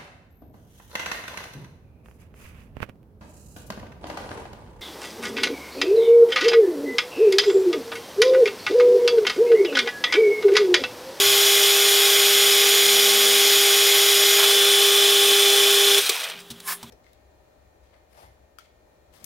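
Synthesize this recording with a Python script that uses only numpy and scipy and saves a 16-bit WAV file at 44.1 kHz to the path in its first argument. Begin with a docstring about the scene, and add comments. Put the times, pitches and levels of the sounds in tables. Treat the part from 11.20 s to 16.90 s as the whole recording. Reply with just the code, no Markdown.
"""Small lathe at work

A small lathe turns a steel bar, close to a mono microphone. Hum is a sum of mains-ripple multiples; whine is
tones locked to motor speed; gears and chip are noise and tiny impacts filtered by the machine's resonances.
The cut ends, the motor runs a little freer, then power goes off and the spindle coasts to rest.
Clunks of the controls and a short swish follow: filtered noise bursts, over a faint workshop hiss and hum."""
import sys
import numpy as np
from scipy import signal
from scipy.fft import rfft, irfft
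from scipy.io import wavfile
from scipy.ndimage import uniform_filter1d

SR = 44100
rng = np.random.default_rng(int(sys.argv[2]) if len(sys.argv) > 2 else 0)


def persist_wave(psi):
    """Save psi, clipped to +-1, as 16-bit WAV."""
    counts = np.round(np.clip(psi, -1, 1) * 32767).astype(np.int16)
    wavfile.write(sys.argv[1], SR, np.atleast_2d(counts).T)


N = 251356
T = np.arange(N) / SR
HZ = np.fft.rfftfreq(N, 1 / SR)


def amp(db):
    """Decibels to gain."""
    return 10 ** (np.asarray(db) / 20)


def unit(x):
    """Scales to rms 1."""
    return x / np.sqrt(np.mean(x ** 2) + 1e-20)


def shape(points):
    """Gain at every frequency, interpolated in dB over log frequency."""
    hz, db = np.transpose(points)
    return amp(np.interp(np.log(HZ + 1), np.log(hz + 1), db))


def colour(x, gain):
    """Filters by a gain per frequency; rms 1."""
    return unit(irfft(rfft(x) * gain, N))


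def causal(gain):
    """Gives a gain per frequency the phase of something that rings only after it is struck."""
    return np.exp(np.conj(signal.hilbert(np.log(gain))))


def noise():
    """White noise."""
    return rng.standard_normal(N)


def wander(rate_hz):
    """Slow random sway with a Gaussian roll-off at a rate; rms 1."""
    times = np.arange(0, T[-1] + .01, .001)
    hz = np.fft.rfftfreq(len(times), times[1])
    spectrum = rfft(rng.standard_normal(len(times))) * np.exp(-(hz / rate_hz) ** 2)
    slow = irfft(spectrum, len(times))
    return np.interp(T, times, unit(slow))


def angle(hz):
    """Phase of something that turns at a changing rate, from a random start."""
    return 2 * np.pi * np.cumsum(hz * np.ones(N)) / SR + rng.uniform(0, 2 * np.pi)


def tone(hz, rough):
    """A whistle of rms 1, partly clean and partly fuzzy."""
    phase = angle(hz)
    return unit((1 + rough * wander(26)) * np.sin(phase) + rough * wander(7.7) * np.cos(phase))


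def grains(per_s, spread_db):
    """Tiny impacts of uneven size at random moments, each scattered for a millisecond or two."""
    size = amp(spread_db * np.minimum(rng.exponential(1, N), 3))
    hits = size * (rng.random(N) < per_s / SR)
    energy = signal.lfilter([1], [1, -np.exp(-1 / (0.0008 * SR))], hits ** 2)
    return unit(np.sqrt(energy) * noise())


def after(s):
    """Seconds since a moment; zero before it."""
    return np.maximum(T - s, 0)


def settle(s, lag_s):
    """Rises from 0 towards 1 after a moment."""
    return 1 - np.exp(-after(s) / lag_s)


def bursts(rows):
    """Level of a few short Gaussian bursts."""
    return sum(amp(db) * np.exp(-.5 * ((T - s) / length_s) ** 2) for s, db, length_s in rows)


# Workshop hiss. Each row: frequency in Hz, relative density in dB per Hz.
IDLE_HISS = [(30, -9), (100, -7), (220, -2), (600, -3), (1100, -5), (2300, -7.5), (3450, 0), (4600, -10),
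             (8000, -13), (15500, -15)]
# Workshop hum. Each row: frequency in Hz, level in dB.
IDLE_HUM = [(178, -58), (400.7, -56.5), (1202, -67), (1603, -75)]


def idle():
    """The workshop's steady hiss and a faint hum come forward as the machine falls quiet."""
    lines = sum(np.sqrt(2) * amp(db + 1.2 * wander(7.8)) * np.sin(angle(hz)) for hz, db in IDLE_HUM)
    stopped = np.interp(T, [4.98, 5.2], [.12, 1])
    return stopped * (amp(-49.0) * colour(noise(), shape(IDLE_HISS)) + lines)


DRONE_HELD_HZ, DRONE_HOLD_FROM_S, DRONE_HOLD_TO_S = 223.5, 1.05, 2.18
# away from the hold: higher pitch, lower level
DRONE_RISE_HZ, DRONE_GLIDE_S, DRONE_FADE_DB_PER_S = 80, .15, 24
DRONE_DB, DRONE_SWELL_DB, DRONE_SWELL_AT_S = -55.5, 7, 1.6


def drone():
    """A faint low tone sinks to a held pitch, swells, then rises and fades during the cut."""
    away_s = np.maximum(DRONE_HOLD_FROM_S - T, 0) + after(DRONE_HOLD_TO_S)
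    hz = DRONE_HELD_HZ + DRONE_RISE_HZ * (1 - np.exp(-away_s / DRONE_GLIDE_S))
    swell_db = DRONE_SWELL_DB * settle(DRONE_SWELL_AT_S, .04)
    db = DRONE_DB + swell_db - DRONE_FADE_DB_PER_S * away_s
    return np.sqrt(2) * amp(db + 1.3 * wander(8)) * np.sin(angle(hz))


# Soft bumps in the bench. Each row: start in seconds, pitch in Hz, level before decay in dB, decay in seconds.
BENCH_BUMPS = [(.05, 117.5, -47.5, 0.13), (1.039, 145, -58, .06), (4.07, 262, -47, 0.067)]


def bumps():
    """Dull, low knocks in the bench: short decaying tones."""
    out = np.zeros(N)
    for s, hz, db, decay_s in BENCH_BUMPS:
        envelope = settle(s, 0.0038) * np.exp(-after(s) / decay_s)
        out += amp(db) * tone(hz, rough=0.27) * envelope
    return out


# Swish at its height. Each row: frequency in Hz, relative density in dB per Hz.
SWISH_SPECTRUM = [(240, -74), (400, -31), (784, -12), (834, -10), (1050, -6.5), (1420, -8), (1760, -5),
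                  (1930, -14), (2120, -6.5), (2750, -13), (4290, -14), (5310, -9), (5910, -15),
                  (8150, -12.5), (15500, -10)]
SWISH_AT_S, SWISH_DB = 5.484, -25.5
SWISH_ATTACK_S, SWISH_HOLD_S, SWISH_RELEASE_S = 0.016, 0.045, 0.017


def swish():
    """A short sliding swish: a thin hiss that fills out with two hollow resonances at its height."""
    hollow = 1 + sum(1.5 / (1 + (2 * (HZ - hz) / 50) ** 2) for hz in (1068, 1722))
    rise = np.maximum(SWISH_AT_S - T, 0) / SWISH_ATTACK_S
    fall = after(SWISH_AT_S + SWISH_HOLD_S) / SWISH_RELEASE_S
    stroke = np.exp(-rise - fall)
    full_share = 0.99 * stroke ** 0.22
    thin_share = np.sqrt(np.maximum(1 - full_share ** 2, 0))
    full = colour(noise(), shape(SWISH_SPECTRUM) * hollow)
    thin = colour(noise(), np.exp(-((HZ - 10200) / 2500) ** 2))
    return amp(SWISH_DB) * stroke * (full_share * full + thin_share * thin)


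# Controls and toolpost. Each row: start in seconds, click level in dB, click decay in seconds,
# rattle length in seconds, knock level before its envelope in dB, knock pitch in Hz, thump gain in dB.
CONTROL_CLUNKS = [(4.893, -14, 0.0044, 0.0054, -24, 432, -76),
                  (5.303, -35, 0.0053, 0.013, -55, 1050, -35.5),
                  (5.402, -32.5, 0.0026, 0.00086, -64, 1000, -70),
                  (5.629, -35, 0.0059, 0.0028, -31.5, 950, -36.5)]
# Steel on steel. Each row: frequency in Hz, relative density in dB per Hz.
STEEL_CLICK = [(100, -47), (300, -26), (1000, -5), (2500, -5), (3600, 4), (6500, -3.5), (9000, -3),
               (13000, -11), (16000, -3.5)]
# Bench modes under a clunk. Each row: frequency in Hz, level before the thump gain in dB, t60 in seconds.
BENCH_MODES = [(72, -14, .25), (126, -3.5, 0.17), (168, -9, .25), (231, -0.5, 0.22), (342, -10, 0.11)]


def clunks(ring):
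    """Each is a bright rattle of steel parts that rings the machine, a hollow knock and a thump in the bench."""
    out = np.zeros(N)
    steel = causal(unit(shape(STEEL_CLICK) * abs(ring) ** 0.53))
    for s, click_db, decay_s, rattle_s, knock_db, knock_hz, thump_db in CONTROL_CLUNKS:
        age_s = after(s)
        fade = np.exp(-after(s + rattle_s) / decay_s) + amp(-25) * np.exp(-age_s / 0.024)
        click = irfft(rfft(noise() * fade * (T >= s)) * steel, N)
        # the knock swells over a few milliseconds and dies within a few of its own cycles
        hollow = 1 / np.sqrt(1 + (np.log((HZ + 1) / knock_hz) / 0.081) ** 4)
        swell = 1 - np.exp(-(age_s / 0.0016) ** 2)
        knock = colour(noise(), hollow) * np.exp(-age_s * knock_hz / 9) * swell
        thump = sum(amp(db - 60 * age_s / t60_s) * np.sin(2 * np.pi * hz * age_s)
                    for hz, db, t60_s in BENCH_MODES)
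        out += amp(click_db) * click + amp(knock_db) * knock + amp(thump_db) * thump * settle(s, .004)
    return out


CUT_END_S, RUN_OUT_S = 3.17, .08
FREE_SPEED_GAIN, SPEED_LAG_S = .0053, .16  # gain as a share of cutting speed
POWER_OFF_S, COAST_S = 4.795, 0.45
COAST_EASE = 1.2  # exponent; above 1 the braking eases towards rest


def motion():
    """Share of the full cut, and speed as a share of cutting speed: load off, then friction braking."""
    cut = np.clip(1 - after(CUT_END_S) / RUN_OUT_S, 0, 1)
    driven = 1 + FREE_SPEED_GAIN * settle(CUT_END_S, SPEED_LAG_S)
    braked = np.clip(1 - after(POWER_OFF_S) / COAST_S, 0, 1) ** COAST_EASE
    return cut, driven * braked


# Casting, chuck and bar. Each row: frequency in Hz, width in Hz, lift (hollow if negative) in dB.
BODY_MODES = [(293, 61, 10.5), (372, 29, -9), (444, 58, 16), (497, 18, 17), (580, 30, -9), (623, 66, 8.5),
              (763, 25, 3.5), (1035, 110, -3.5), (1116, 33, 5), (1287, 91, 4.5), (1459, 25, 10.5),
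              (2190, 74, -7), (2284, 190, 4), (2440, 87, 2.5), (2760, 130, -5), (3750, 320, 2.5),
              (4010, 170, -3), (4102, 82, 8.5), (4260, 160, -8), (4400, 84, 3), (4730, 190, -2.5),
              (5070, 220, 4), (5460, 280, 3), (5890, 230, 5), (7280, 290, -2.5), (8300, 82, 3),
              (8440, 79, 7.5), (8740, 125, 11), (10500, 150, 6), (13200, 780, 2)]


def body():
    """Resonances of the machine over a slight ripple of many weak modes; they ring after a blow."""
    lift_db = sum(db / (1 + (2 * (HZ - hz) / width_hz) ** 2) ** 1.78 for hz, width_hz, db in BODY_MODES)
    smooth = uniform_filter1d(rng.standard_normal(len(HZ)), size=130)
    ripple = unit(uniform_filter1d(smooth, size=90))
    return causal(amp(lift_db + 1.83 * ripple))


# Loose gears around power-off. Each row: peak time in seconds, level in dB, Gaussian length in seconds.
GEAR_RATTLES = [(4.787, -22, .006), (4.868, -26, 0.0088), (5.004, -30, .008), (5.043, -29, 0.0063),
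                (5.095, -35, 0.011), (5.2, -44, .014)]
MESH_HZ, MESH_DB = 1712, -40  # pitch at cutting speed; level before resonance and slowing
GEARBOX_HZ, GEARBOX_WIDTH_HZ, GEARBOX_LIFT_DB = 1330, 270, 5.5


def coasting(speed, ring):
    """Off power, the gear mesh sinks in pitch through a gearbox resonance and the slack teeth rattle."""
    hz = MESH_HZ * speed
    lift_db = GEARBOX_LIFT_DB / (1 + (2 * (hz - GEARBOX_HZ) / GEARBOX_WIDTH_HZ) ** 2)
    level = amp(MESH_DB + lift_db) * speed * settle(POWER_OFF_S, 0.022)
    mesh = tone(hz * (1 + .06 * wander(200)), rough=.8)
    rattle = bursts(GEAR_RATTLES) * colour(grains(900, 2.6), ring * shape(STEEL_CLICK))
    return level * mesh + rattle


# Rectified mains in the motor. Each row: multiple of the ripple frequency, relative level in dB.
HUM_LINES = [(2, -66.5), (4, -24.5), (6, -48.5), (8, -38.5), (9, -51.5), (11, -41.5), (12, -42.5),
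             (16, -45)]
RIPPLE_HZ = 100.18
# nominal level of the strongest line in the cut, its rise running free, lag of the rise
HUM_DB, HUM_FREE_RISE_DB, HUM_LAG_S = -26, 2.3, 0.36


def hum(spindle):
    """Current pulses shake the motor at multiples of the mains ripple until the power is cut."""
    ripple = angle(RIPPLE_HZ) + 0.034 * np.sin(spindle) + 0.0085 * wander(12)
    top_db = max(db for _, db in HUM_LINES)
    out = np.zeros(N)
    for multiple, db in HUM_LINES:
        waver_db = .35 if db == top_db else 2  # the strongest line is the steadiest
        gain = amp(db - top_db + waver_db * (wander(24) - 0.4))
        out += gain * np.sin(round(multiple) * ripple + rng.uniform(0, 2 * np.pi))
    level = amp(HUM_DB + HUM_FREE_RISE_DB * settle(CUT_END_S, HUM_LAG_S))
    return np.sqrt(2) * level * out * np.exp(-after(POWER_OFF_S) / 0.01)


# Motor and gear tones. Each row: pitch at cutting speed in Hz, level in the cut in dB, level running free in dB.
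WHINE_TONES = [(1712, -43.8, -43.3), (1986, -42.0, -45.8), (2112, -35.9, -46.4), (3022, -33.5, -35.2),
               (3055, -34.0, -29.3), (3154, -37.1, -32), (3273, -38.3, -54.0), (3316, -28.8, -35.1),
               (3424, -30.7, -23), (3453, -29.5, -28.3), (3483, -34.0, -37.4), (3655, -39.4, -37.7),
               (3823, -35.6, -38.9), (5136, -36.5, -34.2), (5422, -41.5, -39.5), (5932, -54.0, -41.7),
               (6847, -28.7, -34.3), (7571, -53.9, -43.3), (10272, -40.7, -42), (11985, -36.0, -40.5)]


def whine(speed, cut, spindle, belt):
    """Motor and gear tones follow the speed, which sways with chuck and belt; close pairs throb."""
    sway = 1 + .0011 * np.sin(spindle) + .0005 * wander(9) + .0006 * np.sin(belt)
    out = np.zeros(N)
    for hz, cut_db, free_db in WHINE_TONES:
        level = cut * amp(cut_db) + (1 - cut) * amp(free_db)
        strong = max(cut_db, free_db) > -30
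        # strong tones are the cleanest; the cut roughens them all
        rough = (.06 if strong else .24) + 0.047 * cut
        out += level * tone(hz * speed * sway, rough)
    return out * np.exp(-after(POWER_OFF_S) / 0.0051)


# Belt (first row), shaft and gear beats. Each row: rate at cutting speed in Hz, depth in the cut,
# depth running free (both as a share of the level).
SHAFT_BEATS = [(28.45, .02, .08), (35.8, .05, .02), (141.6, .06, .02), (272, .02, .08), (370.3, .03, .08),
               (400.7, .06, .02)]
# Gears and brushes at speed. Each row: frequency in Hz, relative density in dB per Hz.
GEAR_SPECTRUM = [(30, -40), (100, -36.5), (200, -29), (360, -21.5), (520, -14.5), (1000, -14.5),
                 (1400, -9.5), (2100, -6), (3300, 0.5), (4700, -6), (7300, -9.5), (12500, -10),
                 (15500, -16)]
# Slowly turning gears. Each row: frequency in Hz, relative density in dB per Hz.
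SLOW_GEAR_SPECTRUM = [(100, -37), (300, -22), (450, -14.5), (750, -1.5), (1400, -3), (2000, 0.5), (3100, 4),
                      (4000, -3.5), (6000, -13), (9000, -19), (15500, -18)]
# Chip sliding over the tool. Each row: frequency in Hz, relative density in dB per Hz.
CHIP_SPECTRUM = [(100, -36), (500, -35), (730, -4.5), (1000, -13), (2000, -3), (3000, -20), (4900, 4.5),
                 (6500, -7), (9500, -17), (13000, 1), (15500, -18)]
# Last chips as the tool leaves the cut. Each row: peak time in seconds, level in dB, Gaussian length in seconds.
CHIP_BREAKS = [(3.197, -21, .007), (3.235, -21, 0.013), (3.3, -24.5, 0.014)]
# Breaking chip. Each row: frequency in Hz, relative density in dB per Hz.
SNAP_SPECTRUM = [(300, -30), (800, 0), (1200, -1), (2000, -5), (5000, -8), (8000, -14), (13000, -2),
                 (15500, -16)]
GEARS_DB, CHIP_DB = -18.5, -25.5
GEARS_FREE_DB = -0.1  # change from cut to free, half on either side of GEARS_DB
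SLACK_DB, SLACK_S = -4, .007  # teeth go slack off power


def running(speed, cut, ring):
    """Teeth, brushes and the breaking chip rattle the machine in time with its shafts; noise falls with speed."""
    beat = 1 + sum((cut * cut_depth + (1 - cut) * free_depth) * np.sin(angle(hz * speed))
                   for hz, cut_depth, free_depth in SHAFT_BEATS)
    flutter = amp(0.085 * wander(70))
    gears = colour((noise() + 0.52 * grains(1200, 1.4)) * beat, ring * shape(GEAR_SPECTRUM))
    chip = colour((noise() + 0.91 * grains(900, 3)) * beat, ring * shape(CHIP_SPECTRUM))
    # slow teeth strike more softly and lose their treble
    slow = colour(grains(1600, 1.5), ring * shape(SLOW_GEAR_SPECTRUM))
    fast = np.clip((speed - .2) / 0.67, 0, 1)
    drive = np.sqrt(fast) * gears + np.sqrt(1 - fast) * slow
    drive_db = GEARS_DB + GEARS_FREE_DB * (0.5 - cut) + SLACK_DB * settle(POWER_OFF_S, SLACK_S)
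    snaps = bursts(CHIP_BREAKS) * colour(grains(900, 2.4), ring * shape(SNAP_SPECTRUM))
    return flutter * (amp(drive_db) * speed * drive + amp(CHIP_DB) * cut * chip) + snaps


SPINDLE_HZ = 6.75  # at cutting speed


def scene():
    """All sources reach one microphone; both channels are alike."""
    cut, speed = motion()
    ring = body()
    spindle = angle(SPINDLE_HZ * speed)
    belt = angle(SHAFT_BEATS[0][0] * speed)
    background = idle() + drone() + bumps() + swish() + clunks(ring)
    lathe = coasting(speed, ring) + hum(spindle) + whine(speed, cut, spindle, belt) + running(speed, cut, ring)
    mono = background + lathe
    return np.array([mono, mono])


EDGE_HZ = 15780


def record(dry):
    """Band limit: a steep linear-phase low-pass."""
    taps = signal.firwin(511, EDGE_HZ, window=("kaiser", 9), fs=SR)
    return signal.oaconvolve(dry, taps[None], "same")


dry = scene()
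out = record(dry)
persist_wave(out)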